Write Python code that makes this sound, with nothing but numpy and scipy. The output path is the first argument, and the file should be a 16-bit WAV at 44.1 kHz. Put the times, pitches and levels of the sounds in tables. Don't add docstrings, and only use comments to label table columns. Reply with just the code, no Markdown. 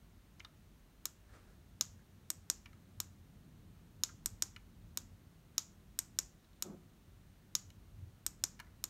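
import sys
import numpy as np
from scipy import signal
from scipy.fft import rfft, irfft, next_fast_len
from scipy.io import wavfile
from scipy.ndimage import uniform_filter1d, map_coordinates

SR = 44100
rng = np.random.default_rng(int(sys.argv[2]) if len(sys.argv) > 2 else 0)


def digitize_waveform(pressure):
    field = np.atleast_2d(pressure).T
    bounded = np.clip(field, -1, 1)
    quanta = np.round(bounded * 32767).astype(np.int16)
    wavfile.write(sys.argv[1], SR, quanta)


N = 392445

# mode_hz, width_hz, pad_down_db, pad_up_db, button_down_db, button_up_db
PANEL_MODES = [(316, 46.7, -7.5, -8.5, -6.5, -3.5), (604, 82, -21, -19.5, -17.5, -12),
               (965, 120, -11, -12, -13, -10.5), (1286, 89, -6.5, -5, -16, -13),
               (1650, 530, -13, -12, -9, -6.5), (2327, 240, -11.5, -10, -11.5, -8),
               (2934, 140, -10.5, -7.5, -17.5, -19), (3750, 230, -1.5, 3.5, -6, -3.5),
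               (4190, 300, -3, 1.5, -6, -2), (5080, 250, -1, 6, -1, 2.5), (5644, 230, 2.5, 9.5, 5, 12),
               (6356, 150, 2.5, 10.5, 0.5, 7), (6926, 130, 5.5, 11.5, 7, 11),
               (7200, 83, 3.5, -3.5, -1, 3.5), (8260, 160, 2.5, -1.5, 10, 6.5),
               (9640, 150, -7.5, -7, -4.5, -14), (10940, 400, -5, -5.5, -9, -10.5),
               (11600, 400, -8, -17, -2, -3), (12550, 500, -33, 0, 1, -13), (12400, 400, -1.5, -5, -12, 0),
               (14300, 700, -7.5, -16, -8.5, -26), (15050, 460, -6.5, -6.5, -20, -22.5)]


def air():
    # frequency_hz, relative_density_db
    tone_colour = [(120, -28), (200, -3), (263, -11.5), (308, -8), (484, -15.5), (680, -15.5), (806, -17.5),
                   (1330, -18.5), (2000, -21.5), (3000, -28.5), (3900, -59.5), (6600, -120)]
    # frequency_hz, relative_density_db
    hiss_colour = [(1500, -12.5), (2800, 0), (4000, 1), (4900, -3.5), (6500, -2), (7700, -5.5),
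                   (9000, -3.5), (10400, -8), (12000, -4.5), (15700, -6)]
    tone_db, hiss_db, hiss_top_hz = -72, -76.5, 15800
    tone = noise(lambda f: colour_gain(f, tone_colour))
    hiss = noise(lambda f: colour_gain(f, hiss_colour) * (f < hiss_top_hz))
    return amp(tone_db) * tone + amp(hiss_db) * hiss


def building():
    # mode_hz, width_hz, level_db, share of the swing it follows
    rumble_modes = [(48, 26, -66, .1), (90.4, 30, -65.5, 1), (157, 123, -65.5, 0.9)]
    # time_s, swing_db
    rumble_swing = [(0, -2.5), (1.2, -2.5), (2.5, 1), (3.8, 2.5), (5.1, 3), (5.5, -1), (6.4, -2.5),
                    (7.2, -2.5), (8.9, 0.5)]
    # peak_s, level_db, mode_hz
    far_bumps = [(1.91, -59.5, 90), (3.03, -55.5, 90), (3.62, -60.5, 90), (4.241, -59.5, 50),
                 (4.34, -56, 90), (7.93, -55.5, 50), (8.029, -50, 90), (8.43, -58.5, 90)]
    # start_s, level_db
    far_thud = (6.646, -51)
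    # mode_hz, width_hz, relative_level_db
    thud_modes = [(186, 29, 3), (372, 39, -2), (542, 42, -10), (790, 280, -19.5), (1300, 290, -24.5)]
    waver_db, waver_rate = 1.5, 4
    bump_rise, bump_fall = 120, 120
    thud_rise, thud_fall, thud_hold_s = 2400, 174, 0.074

    swing_db = np.interp(np.arange(N) / SR, *np.transpose(rumble_swing))
    rumble = np.zeros(N)
    for hz, width_hz, level_db, share in rumble_modes:
        steady = amp(level_db + share * swing_db + waver_db * wobble(waver_rate))
        bumps = np.zeros(N)
        for peak_s, peak_db, bump_hz in far_bumps:
            if abs(np.log(bump_hz / hz)) < 0.25:
                bumps += swell(peak_s, peak_db, bump_rise, bump_fall)
        rumble += np.hypot(steady, bumps) * noise(lambda f: resonance(f, hz, width_hz) ** 2)

    def thud_response(f):
        return sum((-1) ** k * amp(db) * resonance(f, hz, width_hz)
                   for k, (hz, width_hz, db) in enumerate(thud_modes))

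    thud_gain = swell(*far_thud, thud_rise, thud_fall, thud_hold_s)
    return rumble + thud_gain * noise(thud_response)


def taps():
    # start_s, level_db, centre_hz, low_db, treble_db, t60_s
    finger_taps = [(0.3956, -56.5, 5500, 0, -22, 0.018), (0.4021, -47.5, 2500, -14, -24, 0.02),
                   (0.4469, -48.5, 3680, 1.5, -16, 0.02), (1.291, -68, 1680, -3, -7, 0.065),
                   (1.334, -65, 1650, -10, -12, 0.035), (1.487, -73, 1630, -1, -10, .03),
                   (1.9914, -66.5, 1550, -13, -17, 0.015), (2.657, -50.5, 2400, -9, -21, 0.034),
                   (2.7296, -62.5, 2100, 1, -10, 0.027), (4.0903, -57.5, 1400, -8, -16, 0.051),
                   (4.562, -48, 2290, -9.5, -16, 0.026), (6.443, -71.5, 3750, -9.5, -20, 0.027),
                   (6.5296, -71, 3750, -12, -13, 0.033), (7.702, -58, 2380, -19.5, 2, 0.018),
                   (8.5912, -55, 2400, 2, -4, 0.02), (8.5985, -45.5, 2400, 1, -3.5, 0.039),
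                   (8.667, -66.5, 1830, -6, -11.5, .03)]
    treble_life = 0.48
    band_width = 0.34
    out, t = np.zeros(N), np.arange(2048) / SR

    def modes(f):
        return sum((-1) ** k * resonance(f, m[0], 1.2 * m[1]) for k, m in enumerate(PANEL_MODES))

    for start_s, level_db, hz, low_db, treble_db, t60 in finger_taps:
        unevenness = unit(uniform_filter1d(rng.standard_normal(len(t)), size=12))
        grit = rng.standard_normal(len(t)) * amp(2 * unevenness)
        grit *= 1 - np.exp(-t / 0.0005)

        def dying(life_s):
            return grit * amp(-60 * t / np.clip(life_s, 0.004, 0.1))

        def body_response(f):
            near_pitch = abs(resonance(f, hz, band_width * hz) ** 2)
            low = amp(low_db) * abs(resonance(f, 1230, 700) ** 2)
            return modes(f) * (near_pitch + low)

        def treble_response(f):
            return modes(f) * amp(treble_db) * abs(resonance(f, 4800, 6600) ** 2)

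        body = filtered(dying(t60), body_response)
        tick = filtered(dying(treble_life * t60), treble_response)
        tap = body + tick
        tap *= amp(level_db) / np.sqrt(np.max(uniform_filter1d(tap ** 2, size=128)))
        add(out, start_s, tap)
        add(out, start_s, signal.fftconvolve(tap, room(wet_db=-13.0)))
    return out


def switches():
    # start_s, kind of snap, strength_db
    dome_snaps = [(1.0554, "pad down", -1.5), (1.8102, "pad up", 0.5), (2.303, "button down", -1.5),
                  (2.5003, "button up", -0.5), (3.0022, "pad down", -1), (4.0358, "pad up", 0.5),
                  (4.2595, "button down", -1), (4.4232, "button up", -1), (4.9736, "pad down", -1),
                  (5.5807, "pad up", 0.5), (5.9899, "button down", 0), (6.1885, "button up", -0.5),
                  (6.624, "pad down", -1), (7.5521, "pad up", 0.5), (8.2647, "button down", -1),
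                  (8.4389, "button up", -0.5), (8.8403, "pad down", -1)]
    snap_kinds = ["pad down", "pad up", "button down", "button up"]
    pad_side, button_side = "+--++++-++-+-----++-++", "++++-++------++++--+++"
    scatter_db = 0.22
    blur = 4
    out = np.zeros(N)
    push = np.eye(1, 4096)[0]
    levels_db = dict(zip(snap_kinds, np.transpose(PANEL_MODES)[2:]))

    for start_s, kind, strength_db in dome_snaps:
        side = pad_side if "pad" in kind else button_side
        signs = np.array([1 if c == "+" else -1 for c in side])
        scatter = scatter_db * rng.standard_normal(len(PANEL_MODES))
        gains = signs * amp(strength_db + levels_db[kind] + scatter)

        def straight(f):
            return sum(g * panel_mode(f, m[0], m[1]) for g, m in zip(gains, PANEL_MODES))

        def all_around(f):
            powers = (abs(g * panel_mode(f, m[0], blur * m[1])) ** 2 for g, m in zip(gains, PANEL_MODES))
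            return np.sqrt(sum(powers))

        add(out, start_s, filtered(push, straight))
        add(out, start_s, filtered(room(wet_db=-19.0), all_around))
    return out


def brush():
    # peak_s, level_db
    strokes = [(1.352, -61.5), (1.5, -71)]
    # frequency_hz, relative_density_db
    rustle_colour = [(410, 0.5), (700, -3.5), (905, -8), (1360, -1.5), (2630, -15), (4130, -17.5),
                     (9000, -20), (11700, -33), (19800, -120)]
    rise, fall = 200, 150
    gain = sum(swell(peak_s, db, rise, fall) for peak_s, db in strokes)
    return gain * noise(lambda f: colour_gain(f, rustle_colour))


def room(wet_db):
    # frequency_hz, t60_s, colour_db
    room_bands = [(300, 0.34, 4), (1200, 0.26, 9), (2500, 0.27, 2), (4000, 0.23, -0.5), (5500, .33, -4),
                  (6895, 0.29, 0), (7700, 0.3, 0), (8600, 0.22, -5), (10400, 0.23, -6), (12200, 0.21, -3),
                  (15000, 0.16, -4.5)]
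    # delay_s, level_db
    near_walls = [(.0057, -33.5), (0.0093, -38), (0.0123, -30), (0.0426, -45.5)]
    points_hz, t60, colour_db = np.transpose(room_bands)
    hz, frame_s, bins = signal.stft(rng.standard_normal(SR // 3), SR, nperseg=256)
    decay = amp(-60 * frame_s / along(hz, points_hz, t60)[:, None])
    tail = signal.istft(bins * decay, SR, nperseg=256)[1]
    t = np.arange(len(tail)) / SR
    tail = tail * (1 - np.exp(-(t / 0.001) ** 2))
    tail = tail * (1 + amp(7 - 60 * t / 0.035))
    tail = amp(wet_db) * tail / np.linalg.norm(tail)

    smear = amp(-60 * np.arange(512) / SR / 0.012)
    for delay_s, wall_db in near_walls:
        faces = filtered(rng.standard_normal(len(smear)), lambda f: resonance(f, 6300, 4000) ** 2)
        scattered = smear * faces
        add(tail, delay_s, amp(wall_db) * scattered / np.linalg.norm(scattered))
    return filtered(tail, lambda f: amp(along(f, points_hz, colour_db)))


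def panel_mode(f, hz, width_hz):
    radiation = 1j * f / (1j * f + 0.56 * hz) * 1.058
    return resonance(f, hz, width_hz) * radiation


def resonance(f, hz, width_hz):
    return 1j * f * width_hz / (hz * hz - f * f + 1j * f * width_hz)


def amp(db):
    return 10 ** (np.asarray(db) / 20)


def unit(x):
    return x / np.sqrt(np.mean(x ** 2) + 1e-20)


def along(hz, points_hz, values):
    return np.interp(np.log(hz + 1), np.log(np.asarray(points_hz) + 1), values)


def colour_gain(f, colour):
    return amp(along(f, *np.transpose(colour)))


def filtered(x, response):
    m = next_fast_len(len(x) + 8192)
    return irfft(rfft(x, m) * response(np.fft.rfftfreq(m, 1 / SR)), m)[:len(x)]


def noise(response):
    return unit(filtered(rng.standard_normal(N), response))


def add(track, s, sound):
    part = track[round(s * SR):][:len(sound)]
    part += sound[:len(part)]


def swell(s, db, rise, fall, hold_s=0):
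    t = np.arange(N) / SR - s
    return amp(db + rise * np.minimum(t, 0) - fall * np.maximum(t - hold_s, 0))


def wobble(rate):
    return map_coordinates(rng.standard_normal(256), [np.arange(N) * rate / SR])


def scene():
    # frequency_hz, gain_db
    mic_response = [(14500, 0), (15600, -6.5), (16200, -19.5), (16800, -23)]
    sources = building() + taps() + switches() + brush()
    return (filtered(sources, lambda f: colour_gain(f, mic_response)) + air())[None]


def record(dry):
    top_hz = 16800
    return filtered(dry[0], lambda f: f < top_hz)[None]


dry = scene()
out = record(dry)
digitize_waveform(out)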